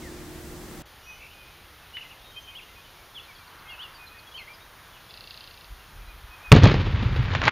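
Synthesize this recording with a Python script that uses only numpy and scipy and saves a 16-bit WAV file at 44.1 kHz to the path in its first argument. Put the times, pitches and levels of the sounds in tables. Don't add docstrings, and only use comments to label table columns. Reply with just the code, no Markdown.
import sys
import numpy as np
from scipy import signal
from scipy.fft import rfft, irfft, next_fast_len
from scipy.io import wavfile
from scipy.ndimage import uniform_filter1d

SR = 44100
rng = np.random.default_rng(int(sys.argv[2]) if len(sys.argv) > 2 else 0)


def dump(signal):
    limited = np.clip(np.atleast_2d(signal).T, -1, 1)
    pcm = np.round(limited * 32767).astype(np.int16)
    wavfile.write(sys.argv[1], SR, pcm)


N = 331191
T = np.arange(N) / SR

# start_s, boom_db, boom_hz, crack_db, roar_db
ARRIVALS = [(6.5166, 4, 224, -17, -17), (6.5199, 25, 139.5, 5, -12.5), (6.55, -2, 247, -11.5, -21),
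            (6.563, 3, 106, -6.5, -21), (6.585, 1.5, 161, -20, -38), (6.622, -6, 114, -26, -30),
            (6.635, 11, 118.4, -7, -16), (6.656, 1, 174.4, -8.5, -35), (6.7142, -19, 112, -20, -23),
            (6.7416, -4.5, 176, -15, -32), (6.866, -11, 124, -30, -30.5), (6.9024, -17, 100, -42, -49),
            (6.938, -9.5, 110, -38, -40), (7.0248, -15.5, 259, -31, -29), (7.0555, -8, 115.5, -45, -51),
            (7.16, -27, 193, -42, -28.5), (7.188, -7.5, 125, -34, -41), (7.238, -17, 100.5, -50, -42.5),
            (7.307, -15, 95.3, -36, -30)]
# time_s, rumble_db, roar_db
TAIL_LEVELS = [(6.525, -29, -31.5), (6.63, -12, -26), (6.71, -16, -27.5), (6.8, -20.5, -33.5),
               (7.1, -24.5, -40.5), (7.2, -25, -40.5), (7.5, -26, -25)]
# freq_hz, gain_db
RUMBLE_EQ = [(12, -40), (20, -15), (49, 2), (107, -2), (137, 0.5), (182, -10), (300, -29), (390, -38),
             (660, -120)]
# freq_hz, gain_db
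ROAR_EQ = [(150, -19), (250, -3), (469, -8), (513, -8.5), (747, -13.5), (817, -11), (1280, -12.5),
           (3610, -16), (4790, -23.5), (7410, -41), (9000, -68), (11700, -81), (19800, -120)]
def blast():
    out, swell = np.zeros(N), np.zeros(N)
    t = np.arange(int(.3 * SR)) / SR
    for start, boom_db, hz, crack_db, roar_db in ARRIVALS:
        delay = start - ARRIVALS[0][0]
        pitch = hz * (1 - .58 * np.exp(-t / .00408))
        ring_cycles = 6 + 20.5 * delay
        decay = np.exp(-np.log(1000) * t * hz / ring_cycles)
        polarity = 1 if delay else -1
        add(out, start, polarity * undb(boom_db) * decay * sine(pitch))
        add(out, start, undb(crack_db + 6) * knock(247, t60_s=.045, spread=1.95))
        add(out, start - .0013, undb(crack_db) * knock(2200, t60_s=.016, spread=2.4))
        add(swell, start, undb(roar_db) * np.minimum(t / .0027, 1) * np.exp(-t / .022))
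    splinters = band(rng.standard_normal(int(.009 * SR)), 400, 2400)
    add(out, 6.5185, undb(16) * splinters)
    rumble = undb(curve(TAIL_LEVELS) + 2.06 * walk(30)) * colour(rng.standard_normal(N), RUMBLE_EQ)
    roar_level = np.hypot(undb(curve(TAIL_LEVELS, col=2)), swell)
    lumps = undb(1.9 * walk(60) + 2.1 * walk(250))
    roar = roar_level * lumps * colour(rng.standard_normal(N), ROAR_EQ)
    fade_in = np.clip((T - TAIL_LEVELS[0][0]) / .0088, 0, 1)
    return out + fade_in * (rumble + roar)


# start_s, level_db, pitch_hz
CHIP_HITS = [(6.672, -10.5, 2300), (7.28, -26, 1170), (7.336, -17.5, 1760), (7.349, -9.5, 1240),
             (7.357, -15, 1500), (7.416, -9, 1330), (7.428, -13, 800), (7.437, -10, 1720),
             (7.452, -12, 2480), (7.46, -21, 2780), (7.473, -10, 1000), (7.478, 0.5, 1060)]
# time_s, level_db
PATTER_LEVELS = [(6.6, -44), (7.1, -39.5), (7.33, -35.5), (7.41, -39), (7.485, -18.5)]
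def debris():
    hits = np.zeros(N)
    for start, db, hz in CHIP_HITS:
        add(hits, start, undb(db) * knock(hz, t60_s=.025, spread=1.95))
    landings = rng.random(N) < 1200 / SR
    grains = landings * undb(1.5 * rng.exponential(size=N)) * rng.standard_normal(N)
    level = undb(curve(PATTER_LEVELS)) * (T > PATTER_LEVELS[0][0])
    return hits + level * unit(band(grains, 1000, 2420))


def overload(x, top_hz=7100, ceiling=.92, buzz_leak=.25):
    dull = signal.sosfilt(signal.ellip(4, 2, 24, top_hz, fs=SR, output="sos"), x)
    clipped = np.clip(dull, -ceiling, ceiling)
    return buzz_leak * clipped + (1 - buzz_leak) * one_pole(clipped, 4060)


# time_s, pitch_hz
CHIRP_PITCH = [(0, 4900), (.01, 5200), (.0112, 4400), (.0126, 3300), (.014, 2750), (.021, 2650)]
# centre_s, width_s, level_db
CHIRP_SWELLS = [(.004, 0.0036, -20), (.0114, 0.00097, 0.5), (0.0157, .003, -8.5)]
def trill(count=17, start_s=5.1068, gap_s=.03347, peak_s=5.26):
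    out = np.zeros(N)
    t = np.arange(int(.024 * SR)) / SR
    envelope = sum(undb(db) * np.exp(-((t - centre) / width) ** 2) for centre, width, db in CHIRP_SWELLS)
    chirp = envelope * sine(np.interp(t, *np.transpose(CHIRP_PITCH)))
    times = start_s + gap_s * np.arange(count) + .0008 * rng.standard_normal(count)
    levels_db = -36.5 - 33 * (times - peak_s) ** 2 + 1.4 * rng.standard_normal(count)
    for time, db in zip(times, levels_db):
        leaves = undb(-29) * rng.standard_normal(len(t)) * np.exp(-t / .006)
        leaves[0] += 1
        add(out, time - CHIRP_PITCH[1][0], undb(db) * np.convolve(chirp, leaves))
    return out


# start_s, length_s, pitch_hz, level_db
HELD_NOTES = [(1.02, 0.082, 2900, -57), (1.063, 0.057, 2520, -44.5), (1.109, 0.097, 3000, -55.5),
              (1.125, 0.023, 2510, -48), (1.332, 0.154, 2470, -50.5), (2.045, 0.032, 2070, -50.5),
              (2.135, .03, 2120, -56), (2.234, 0.087, 3740, -54), (2.36, 0.024, 2480, -46),
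              (2.365, 0.027, 3130, -39), (2.417, 0.023, 6260, -56), (2.478, 0.017, 2470, -50),
              (2.479, 0.031, 3130, -44), (2.51, 0.035, 2490, -54), (2.6, .04, 3120, -52),
              (2.624, 0.017, 2830, -48), (2.678, 0.073, 2070, -58), (2.95, .07, 2200, -61),
              (2.76, 0.047, 2490, -47.5), (3.199, 0.0086, 3400, -41.5), (3.654, 0.071, 2110, -52),
              (3.981, 0.087, 2500, -44), (4.109, .028, 2500, -52), (4.143, 0.036, 1840, -54),
              (4.163, 0.037, 2490, -49.5), (4.268, 0.021, 3330, -48.5), (4.32, 0.01, 3330, -49),
              (4.495, 0.047, 2373, -45.5), (6.072, 0.023, 4030, -53), (6.085, .039, 2450, -48.5),
              (6.302, 0.065, 2530, -49), (6.43, 0.077, 2480, -44)]
# start_s, length_s, start_hz, middle_hz, end_hz, level_db
SLURRED_NOTES = [(.024, 0.067, 2230, 1970, 1660, -46), (1.024, 0.18, 5730, 5980, 6080, -56.5),
                 (1.938, 0.051, 2755, 3030, 2720, -38.5), (2.009, 0.026, 2460, 3050, 2230, -41),
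                 (2.099, 0.031, 2440, 2970, 2220, -46), (2.32, .035, 3180, 3220, 3080, -49),
                 (2.553, 0.025, 2730, 3250, 3450, -38), (2.582, 0.019, 2810, 2750, 2070, -41),
                 (3.15, 0.046, 3600, 3170, 2520, -39), (3.235, .035, 4550, 4070, 3640, -56),
                 (3.281, 0.038, 2470, 2310, 2180, -47.5), (3.682, 0.022, 3040, 3250, 3320, -47.5),
                 (3.699, 0.049, 2850, 2740, 2470, -43), (3.785, .05, 2515, 3130, 3690, -38.5),
                 (3.831, 0.039, 3080, 2850, 2650, -39.5), (3.941, .038, 4830, 4700, 4340, -50.5),
                 (4.065, .02, 4230, 4120, 4000, -47.5), (4.343, .036, 2880, 3130, 3240, -40.5),
                 (4.372, 0.033, 4450, 4300, 4100, -48.5), (4.4, .033, 2330, 2080, 1970, -46.5),
                 (4.475, .022, 1930, 2220, 2400, -46.5), (4.535, .022, 4660, 5340, 3630, -46.5),
                 (5.092, 0.013, 3420, 3450, 3540, -48), (5.41, 0.037, 3040, 3150, 3250, -52)]
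# start_s, length_s, start_hz, middle_hz, end_hz, level_db
WARBLED_NOTES = [(1.16, 0.13, 2250, 2450, 2630, -48), (4.376, 0.0298, 2850, 2590, 2320, -41)]
# start_s, level_db
FAR_CHIRPS = [(3.354, -54), (3.387, -55), (3.474, -56), (3.59, -56), (3.709, -55), (3.74, -62),
              (3.827, -51), (4.19, -49.5)]
def whistles(pad_s=.004, warble_rate_hz=62):
    out, quaver = np.zeros(N), walk(45)
    far = [(start, .0083, 4860, 4360, 4000, db) for start, db in FAR_CHIRPS]
    plain = [*HELD_NOTES, *SLURRED_NOTES, *far, *chorus()]
    for notes, depth_hz in [(plain, 0), (WARBLED_NOTES, 260)]:
        for start, length, *pitches, db in notes:
            span = length + 2 * pad_s
            n = int(span * SR)
            progress, waver = np.linspace(0, 1, n), quaver[int(start * SR):]
            glide = np.interp(progress, np.linspace(0, 1, len(pitches)), pitches)
            pitch = uniform_filter1d(glide, n // 5) * (1 + .0069 * waver[n:0:-1])
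            warble = depth_hz * np.sin(2 * np.pi * warble_rate_hz * span * progress)
            envelope = np.sin(np.pi * progress) ** .53 * undb(db + 1.9 * waver[:n])
            add(out, start - pad_s, envelope * sine(pitch + warble))
    return out


def chorus(count=70):
    when, length, pitch, slide, level = rng.random((count, 5)).T
    start_hz = 2100 + 1500 * pitch
    end_hz = start_hz * (1 + .2 * (slide - .6))
    return np.column_stack([1 + 5.4 * when, .015 + .05 * length, start_hz, end_hz, -62 + 6 * level])


# start_s, level_db, pitch_hz
BIRD_TICKS = [(1.9677, -24, 2280)]
def birds():
    calls = whistles() + trill()
    for start, db, hz in BIRD_TICKS:
        add(calls, start, undb(db) * band(knock(hz, t60_s=.025, spread=1.4), hz / 1.6, hz * 1.6))
    t = np.arange(int(.2 * SR)) / SR
    trees = rng.standard_normal(len(t)) * np.exp(-t / .057) * np.minimum(t / .002, 1)
    return calls + undb(-37.5) * signal.fftconvolve(calls, trees)[:N]


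# pitch_hz, level_db
MOTOR_TONES = [(70.0, -51), (156.1, -53), (236.9, -56), (312.2, -50.5), (355.3, -49.5), (468.3, -64.5)]
# freq_hz, gain_db
ROOM_EQ = [(15, -35), (25, 7.5), (76, -4), (195, -9), (236, -6.5), (277, -9), (354, -10), (439, -13),
           (3080, -24.5), (13600, -30), (16000, -31)]
# freq_hz, gain_db
SIDE_EQ = [(15, -33), (25, 3), (84, 1.5), (575, -12.5), (2050, -13), (2550, -16.5), (11900, -19),
           (16000, -26)]
def machine():
    hum = sum(undb(db + .5 * walk(9.6)) * 2 ** .5 * sine(hz * (1 + .0035 * walk(5.2)))
              for hz, db in MOTOR_TONES)
    side = undb(-52.5) * colour(rng.standard_normal(N), SIDE_EQ)
    room = undb(-41.5) * air(ROOM_EQ, flicker_db=.78)
    return hum + room + np.array([side, -side])


# time_s, level_db
TRAFFIC_LEVELS = [(.8, -63), (3.1, -61), (3.5, -54), (3.85, -50.5), (4.2, -58), (4.8, -55.5), (5.3, -59.5),
                  (6.2, -58), (6.5, -49.5)]
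# time_s, level_db
GUST_LEVELS = [(5.6, -65), (5.722, -40.5), (5.862, -59), (5.942, -37), (6.228, -46), (6.244, -35.5),
               (6.352, -59), (6.458, -55), (6.5, -35)]
# freq_hz, gain_db
HISS_EQ = [(4590, -53), (7800, -9.5), (8030, -12.5), (8660, -0.5), (9580, 3.5), (14700, 3.5), (15600, -1)]
# freq_hz, gain_db
YARD_EQ = [(15, -33.5), (25, 3), (85, -4.5), (245, -17.5), (335, -15.5), (504, -15.5), (568, -15.5),
           (641, -15), (964, -14.5), (2980, -17.5), (3210, -16), (7090, -28.5), (7800, -63.5), (10100, -85),
           (17200, -120)]
def yard():
    car = unit(band(rng.standard_normal(N), 865, 1655))
    wind = unit(band(rng.standard_normal(N), 31.7, 57.4))
    wind *= undb(curve(GUST_LEVELS)) * (T > GUST_LEVELS[0][0])
    dip_db = (13 + 5 * walk(90)) * (T > ARRIVALS[0][0])
    hiss = undb(-61.5 - dip_db) * colour(rng.standard_normal(N), HISS_EQ)
    bed = undb(-50.5) * air(YARD_EQ, flicker_db=.91)
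    car *= undb(curve(TRAFFIC_LEVELS) + .32 * walk(4.3))
    return bed + car + wind + hiss


def air(eq, flicker_db):
    octaves = (undb(flicker_db * walk(9)) * band(rng.standard_normal(N), hz / 2 ** .5, hz * 2 ** .5)
               for hz in 25 * 2. ** np.arange(10))
    return colour(sum(octaves), eq)


def knock(hz, t60_s, spread):
    t = np.arange(int(.05 * SR)) / SR - .0015
    envelope = np.exp(-np.log(1000) * np.where(t > 0, t / t60_s, -t / .006))
    burst = envelope * rng.standard_normal(len(t))
    burst[np.abs(t) < 1.5 / SR] += 2.5
    hit = band(burst, hz / spread, hz * spread)
    return hit / np.abs(hit).max()


def colour(x, eq):
    hz, db = np.transpose(eq)
    size = next_fast_len(N)
    log_hz = np.log(np.arange(size // 2 + 1) * SR / size + .0016)
    gain = undb(np.interp(log_hz, np.log(hz), db, -120, -120))
    return unit(irfft(rfft(x, size) * gain, size)[:N])


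def walk(rate_hz):
    hold = int(SR / rate_hz)
    steps = np.repeat(rng.standard_normal(N // hold + 1), hold)
    return 1.24 * uniform_filter1d(uniform_filter1d(steps, hold), hold)[:N]


def band(x, lo_hz, hi_hz):
    sos = signal.butter(2, [lo_hz, min(hi_hz, .45 * SR)], "band", fs=SR, output="sos")
    return signal.sosfilt(sos, x)


def one_pole(x, hz, kind="low"):
    return signal.sosfilt(signal.butter(1, hz, kind, fs=SR, output="sos"), x)


def sine(pitch_hz):
    return np.sin(2 * np.pi * np.cumsum(pitch_hz) / SR)


def curve(table, col=1):
    rows = np.array(table, float)
    return np.interp(T, rows[:, 0], rows[:, col])


def undb(db):
    return 10 ** (np.asarray(db) / 20)


def unit(x):
    return x / np.sqrt(np.mean(x ** 2))


def add(out, start_s, x):
    i = int(start_s * SR)
    out[i:i + len(x)] += x[:N - i]


def scene(cut_s=.822, muffled_s=.032, crossfade_s=.004):
    inside = np.clip((cut_s - T) / crossfade_s + .5, 0, 1)
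    clear = np.clip((T - cut_s - muffled_s) / crossfade_s, 0, 1)
    ambience = yard()
    ambience = clear * ambience + (1 - clear) * one_pole(ambience, 1800)
    explosion = overload(blast() + debris())
    return inside * machine() + (1 - inside) * ambience + birds() + explosion


def record(dry, coupling_hz=55, top_hz=15700):
    sagged = one_pole(dry, coupling_hz, "high")
    clipped = np.clip(1.05 * sagged, -1, 1)
    fade = np.interp(T, (7.487, 7.5), [1, .05])
    return signal.sosfilt(signal.ellip(8, .2, 80, top_hz, fs=SR, output="sos"), clipped * fade)


dry = scene()
out = record(dry)
dump(out)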